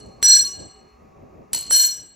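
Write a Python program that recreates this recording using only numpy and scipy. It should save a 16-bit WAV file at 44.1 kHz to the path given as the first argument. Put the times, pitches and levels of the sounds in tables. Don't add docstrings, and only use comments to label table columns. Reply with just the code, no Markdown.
import sys
import numpy as np
from scipy import signal
from scipy.fft import rfft, irfft, next_fast_len
from scipy.io import wavfile
from scipy.ndimage import uniform_filter1d, minimum_filter1d, map_coordinates

SR = 44100
rng = np.random.default_rng(int(sys.argv[2]) if len(sys.argv) > 2 else 0)


def undo_db(level):
    steps = np.asarray(level, float) / 20
    return 10 ** steps


def generate_wav(signal):
    frames = np.transpose(np.atleast_2d(signal))
    scaled = np.clip(frames, -1, 1) * 32767
    pcm = np.round(scaled).astype(np.int16)
    wavfile.write(sys.argv[1], SR, pcm)


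N = 94815
TOP_HZ = 16700


def unit(x):
    return x / np.sqrt(np.mean(x ** 2) + 1e-20)


def along(points, hz):
    f, v = np.transpose(points)
    return np.interp(np.log(hz + 1), np.log(f + 1), v)


def curve(rows):
    return np.interp(np.arange(N) / SR, *np.transpose(rows))


def wobble(rate_hz, count):
    knots = rng.standard_normal((count, 1500))
    places = np.arange(0, N + 8, 8) * rate_hz / SR
    return np.array([map_coordinates(k, [places]).repeat(8)[:N] for k in knots])


def filtered(x, response):
    m = next_fast_len(N + 8192)
    return irfft(rfft(x, m) * response(np.fft.rfftfreq(m, 1 / SR)), m)[..., :N]


def cracks(rows, colour, top_hz, low_hz=100):
    crack_t60 = .003
    out, t = np.zeros(N + 2000), np.arange(400) / SR
    bursts = rng.standard_normal((len(rows), len(t)))
    for (s, db), burst in zip(rows, bursts):
        out[round(s * SR):][:len(t)] += undo_db(db - 60 * t / crack_t60) * burst

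    def response(hz):
        return undo_db(along(colour, hz)) / (1 + (hz / top_hz) ** 12) / (1 + low_hz / (hz + 1))
    return filtered(out[:N], response)


def rings(hz, t60, rows, lost_db, flutter, stop_db):
    attack_s, scatter_db, scatter_rad = .002, 1, .5
    rock, sway_hz, buzz, buzz_hz = .2, 70, .06, 500
    swing, t = np.zeros((len(hz), N), complex), np.arange(N) / SR
    contacts_so_far = 1. * np.searchsorted([s for s, _ in rows], t)
    lost_db = lost_db + stop_db * uniform_filter1d(contacts_so_far, size=80, origin=39)
    chances = rng.standard_normal((len(rows), 2, len(hz), 1))
    for (s, db), (size, turn) in zip(rows, chances):
        i = slice(round(s * SR), round(s * SR) + SR // 2)
        age = t[i] - t[i][0]
        fade_db = 60 * age / t60[:, None] + lost_db[i] - lost_db[i][80]
        level = undo_db(db[:, None] + scatter_db * size - fade_db)
        swing[:, i] += level * np.exp(1j * scatter_rad * turn) * (1 - np.exp(-age / attack_s))

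    def shake(rate_hz):
        return wobble(rate_hz, count=len(hz)) + 1j * wobble(rate_hz, count=len(hz))
    rocked = swing * (1 + flutter * (rock * shake(sway_hz * flutter) + buzz * shake(buzz_hz)))
    cycles = hz[:, None] * t + rng.random((len(hz), 1))
    tone = (rocked * np.exp(2j * np.pi * cycles)).real.sum(0)
    return tone, np.linalg.norm(swing, axis=0)


# f/Hz, level/dB per Hz
AIR = [(20, -30), (55, -11), (463, -15.5), (1250, -18), (1450, -29), (2650, -29.5), (3000, -43.5),
       (6800, -40), (8000, -53.5)]
# f/Hz, likeness -1 to 1
ALIKE = [(40, 0.94), (90, 0.93), (180, .6), (400, -0.17), (800, -0.42), (1400, -0.21), (2200, 1),
         (9000, 0.71)]
# f/Hz, level/dB
FRIDGE = [(59.2, -64.5), (237, -62.5), (372, -65.5), (420, -66), (770, -64.5), (1126, -69), (1185, -80.5),
          (1244, -74), (13347, -95)]
# t/s, level/dB
BUSTLE = [(0.0, -46), (0.09, -41), (0.25, -51.5), (0.48, -49.5), (0.63, -46.5), (0.89, -57), (1.17, -46.5),
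          (1.57, -51.5), (1.74, -47.5), (1.82, -59), (2.15, -57.5)]
# t/s, gain/dB
GAIN = [(0, 1), (1.7, 0), (1.78, -12), (2.15, -10.5)]


def kitchen():
    steady_db, steady_hz, wander_db = -60.5, 756, 6

    def turn(hz):
        return np.arccos(np.clip(along(ALIKE, hz), -1, 1)) / 2

    def air_colour(hz):
        return undo_db(along(AIR, hz)) * [np.cos(turn(hz)), np.sin(turn(hz))]
    mid, side = filtered(rng.standard_normal((2, N)), air_colour)
    air = np.array([mid + side, mid - side])
    low = filtered(air, lambda hz: 1 / (1 + (hz / steady_hz) ** 8))
    hz, db = np.transpose(FRIDGE)[:, :, None]
    levels = undo_db(db + 1.0 + wander_db * wobble(22, count=len(FRIDGE)))
    hum = levels * np.sin(2 * np.pi * hz * np.arange(N) / SR)
    steady = undo_db(steady_db) * unit(air - low) + hum.sum(0)
    bustle_level = undo_db(curve(BUSTLE) + 3.7 * wobble(14.82, count=1))
    return bustle_level * unit(low) * undo_db([[.2], [-.2]]) + undo_db(curve(GAIN)) * steady


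# f/Hz, level/dB
RATTLE = [(600, -21.5), (1500, -7), (3000, -5), (4400, 2), (7500, 1), (9500, -0.5), (11500, -28.5),
          (15000, -64.5)]


def chatter():
    touches = rng.standard_normal(N) * undo_db(3.5 * wobble(260, count=1)[0])
    return unit(filtered(touches, lambda hz: undo_db(along(RATTLE, hz))))


# f/Hz, level/dB
TICK = [(500, -40), (1800, -16), (3500, 0), (6000, 0), (10000, -8), (13000, -25), (16500, -45)]


def ticks(rows):
    return cracks(rows, TICK, TOP_HZ)


HELD_HZ = [930, 2966, 4230, 4320, 4500, 5163, 5890, 6788, 7730, 9572, 9932, 11650, 13280, 14640]
# level/dB, t60/s
HELD = [(-26.5, 0.033), (-20.5, 0.26), (-13, .5), (-18.5, 0.75), (-13, 0.058), (-21, 0.05), (-11.5, .08),
        (-22, 0.52), (-6, 0.17), (7.5, 0.025), (-11, 0.045), (-6, 0.033), (-15.5, 0.24), (-15.5, 0.069)]
# t/s, crack level/dB, ring level/dB, loss/dB per octave away from 4600 Hz
KNOCKS = [(0, -53, -41, 8.5), (.028, -77, -47, 13), (.06, -77, -51, 5), (0.114, -84, -61, 4),
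          (0.179, -71, -60, 18), (.46, -73, -50, 1), (.53, -72, -50.5, 4), (0.599, -46.5, -33, 17),
          (1.531, -53, -22.5, -7.8), (1.545, -47, -27, -9.5), (1.56, -44, -20.5, 7),
          (1.574, -42, -41, -12.5), (1.586, -49, -33, -5), (1.607, -36, -39, -7.5), (1.637, -52, -32, 14),
          (1.662, -70, -31.5, 6)]


def held_spoon():
    beak_hz, scrape_db, flutter, stop_db = 4600, -11, 3.5, 3.5
    hz, (db, t60) = np.array(HELD_HZ), np.transpose(HELD)
    octaves_away = np.abs(np.log2(hz / beak_hz))
    rows = [(s, ring + db - loss * octaves_away) for s, _, ring, loss in KNOCKS]
    tone, swing = rings(hz, t60, rows, np.zeros(N), flutter, stop_db)
    return tone + undo_db(scrape_db) * swing * chatter() + ticks([row[:2] for row in KNOCKS])


# f/Hz, level/dB, t60/s
LIFTED = [(1647, -6, 1.4), (2918, -2, 1.1), (4242, 10, 1), (5846, -2, .8), (6778, -3, .75), (7682, 0, .8),
          (9496, -8, .4)]
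# t/s, level/dB
LIFTS = [
    (0, -61.5),
    (0.458, -49.5),
    (1.931, -56.5),
]


def lifted_spoon():
    hz, db, t60 = np.transpose(LIFTED)
    rows = [(s, db + lift) for s, lift in LIFTS]
    return rings(hz, t60, rows, np.zeros(N), flutter=1.3, stop_db=3.5)[0]


# f/Hz, t60/s
ROOM = [(500, 0.63), (2000, 1), (4200, 0.67), (8000, 0.58), (14000, 0.31)]


def room(x):
    hz, t, z = signal.stft(rng.standard_normal(SR), SR, nperseg=256)
    fade = undo_db(-60 * t / along(ROOM, hz)[:, None])
    tail = signal.istft(z * fade, SR, nperseg=256)[1]
    late = np.pad(x, (300, 0))
    return signal.fftconvolve(late, tail / np.linalg.norm(tail))[:N]


# f/Hz, phase/rad
LEAD = [(900, -1.2), (1400, 0), (3500, 0), (4241, .24), (5832, -.68), (7666, -1.48), (10410, -2.6),
        (14640, -4.1)]


def two_ports(x):
    return filtered(x, lambda hz: np.exp(.5j * along(LEAD, hz) * [[1], [-1]]))


# f/Hz, level/dB
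CRACK = [(200, -22.5), (500, -4), (1400, 1.5), (2500, 5), (6000, -10), (10000, 5.5), (14500, -2.5),
         (16500, -9.5)]
# t/s, level/dB, brightest f/Hz, dullest f/Hz
BLOWS = [
    (.204, -30.5, 2300, 700),
    (.2277, -1.5, 16500, 1880),
    (1.5323, -16, 15500, 2510),
    (1.7095, -3, 12000, 493),
    (1.7175, -25.5, 12500, 6070),
]
# t/s, level/dB, f/Hz
THUDS = [
    (.205, -48, 900),
    (0.2266, -26, 436.7),
    (1.71, -25.5, 583),
]
# t/s, tone level/dB, scrape level/dB
SWELLS = [
    (.2277, -42, -42),
    (1.532, -54, -56),
    (1.7095, -14, -36),
]


def landings():
    swell_hz, swell_s, thud_t60 = 7670, .014, .022
    t = np.arange(N) / SR
    tone, scrape = np.sin(2 * np.pi * swell_hz * t), chatter()
    sound = np.zeros(N)
    for s, tone_db, scrape_db in SWELLS:
        swell = np.clip(1 - (s - t) / swell_s, 0, 1) * (t < s)
        sound += swell * (undo_db(tone_db) * tone + undo_db(scrape_db) * scrape)
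    for s, db, top_hz, low_hz in BLOWS:
        sound += cracks([(s, db)], CRACK, top_hz, low_hz)
    for s, db, hz in THUDS:
        age = np.maximum(t - s, 0)
        sound += undo_db(db - 60 * age / thud_t60) * np.sin(2 * np.pi * hz * age)
    return sound


SPOON_HZ = [925, 1641, 3026, 4241, 5833, 6772, 7666, 9491, 10410, 9030, 11450, 13175, 13295, 14640]
# level/dB, t60/s, gain toward the handle/dB, gain when struck on edge/dB
SPOON = [(-30.5, 0.97, 2.7, 6), (-19.5, 0.41, 8.5, 3.2), (-21.5, .5, -10, 14.5), (6.4, 0.17, 2.5, -13),
         (0, 0.34, 11.5, 7.7), (-17, 1.1, -13, -7.5), (5.33, 0.66, 5.5, -7.5), (-4, 1.2, 2.1, 11.5),
         (-5.5, .5, -3, -8), (-29.5, .5, 0.5, -3.8), (-42.5, .1, 7.5, -3), (-14, 0.44, -23, 5.5),
         (-2.5, .6, -11, 2.5), (-11.5, 0.45, 4.5, 0.7)]
# t/s, crack level/dB, ring level/dB, bowl -1 to handle 1, flat -1 to edge 1
CONTACTS = [(0.2277, -36, -21, 0.3, 0.16), (0.24, -39, -20.5, 0.56, 0.39), (0.253, -49, -21, 0.7, 0.38),
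            (0.267, -43, -23.4, 0.59, -0.08), (0.281, -34, -18, 0.22, 0.09),
            (0.297, -41, -20.5, 0.63, -0.24), (0.318, -43, -22.5, 0.48, -0.62),
            (0.33, -30, -22, 0.76, -0.08), (0.349, -36, -24, 0.017, -0.72), (0.362, -38, -21, 0.8, 0.27),
            (0.375, -38, -25, -0.059, -0.038), (0.39, -55, -28.5, -0.09, -0.92),
            (0.41, -43, -29.5, 0.45, 0.28), (0.43, -52, -45, -0.89, 0.24), (0.447, -57, -38, -0.68, -1.1),
            (1.7095, -33, -21, -0.3, 0.34), (1.7225, -45, -18.5, 0.071, 0.68),
            (1.738, -47, -22.5, 0.23, 0.13), (1.7475, -42, -20.5, 0.046, -0.15),
            (1.758, -36, -17.5, -0.4, 0.37), (1.777, -39, -23.5, -0.85, -0.11),
            (1.794, -42, -18, -0.46, -0.028), (1.807, -29, -21.5, -0.42, -0.0051),
            (1.8195, -33, -27, -0.99, -0.83), (1.83, -48, -23, -0.26, 0.72),
            (1.841, -43, -22.5, -0.49, -0.42), (1.856, -46, -37, -1.6, -0.29),
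            (1.872, -35, -34, -0.02, 0.68), (1.888, -55, -35, -0.36, -0.55), (1.91, -53, -35, 0.31, 0.14)]
# t/s, loss/dB per s
GRIP = [(0, 73.5), (.44, 56.5), (.47, 163), (.6, 75), (1.7, 39.5), (1.9, 67), (1.95, 102), (2.15, 100)]


def free_spoon():
    rattle_db, tick_db, stop_db = -23.5, 13.5, 10
    hz, (db, t60, handle, edge) = np.array(SPOON_HZ), np.transpose(SPOON)
    rows = [(s, ring + db + place * handle + tilt * edge) for s, _, ring, place, tilt in CONTACTS]
    grip_db = np.cumsum(np.abs(curve(GRIP))) / SR
    tone, swing = rings(hz, t60, rows, grip_db, 1, stop_db)
    clicks = ticks([(s, crack + tick_db) for s, crack, *_ in CONTACTS])
    return tone + undo_db(rattle_db) * swing * chatter() + clicks


def scene():
    wet_db = -14.5
    spoon = held_spoon() + lifted_spoon() + landings() + free_spoon()
    return two_ports(spoon + undo_db(wet_db) * room(spoon)) + kitchen()


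def low_pass(x):
    return signal.sosfilt(signal.butter(12, 16680, fs=SR, output="sos"), x)


def record(dry):
    ceiling, hold = 1, round(.003 * SR)
    need = np.minimum(1, ceiling / (np.abs(dry).max(0) + 1e-9))
    gain = uniform_filter1d(minimum_filter1d(need, 2 * hold), hold)
    mix = filtered(dry * gain, lambda hz: hz < TOP_HZ)
    return low_pass(mix)


dry = scene()
out = record(dry)
generate_wav(out)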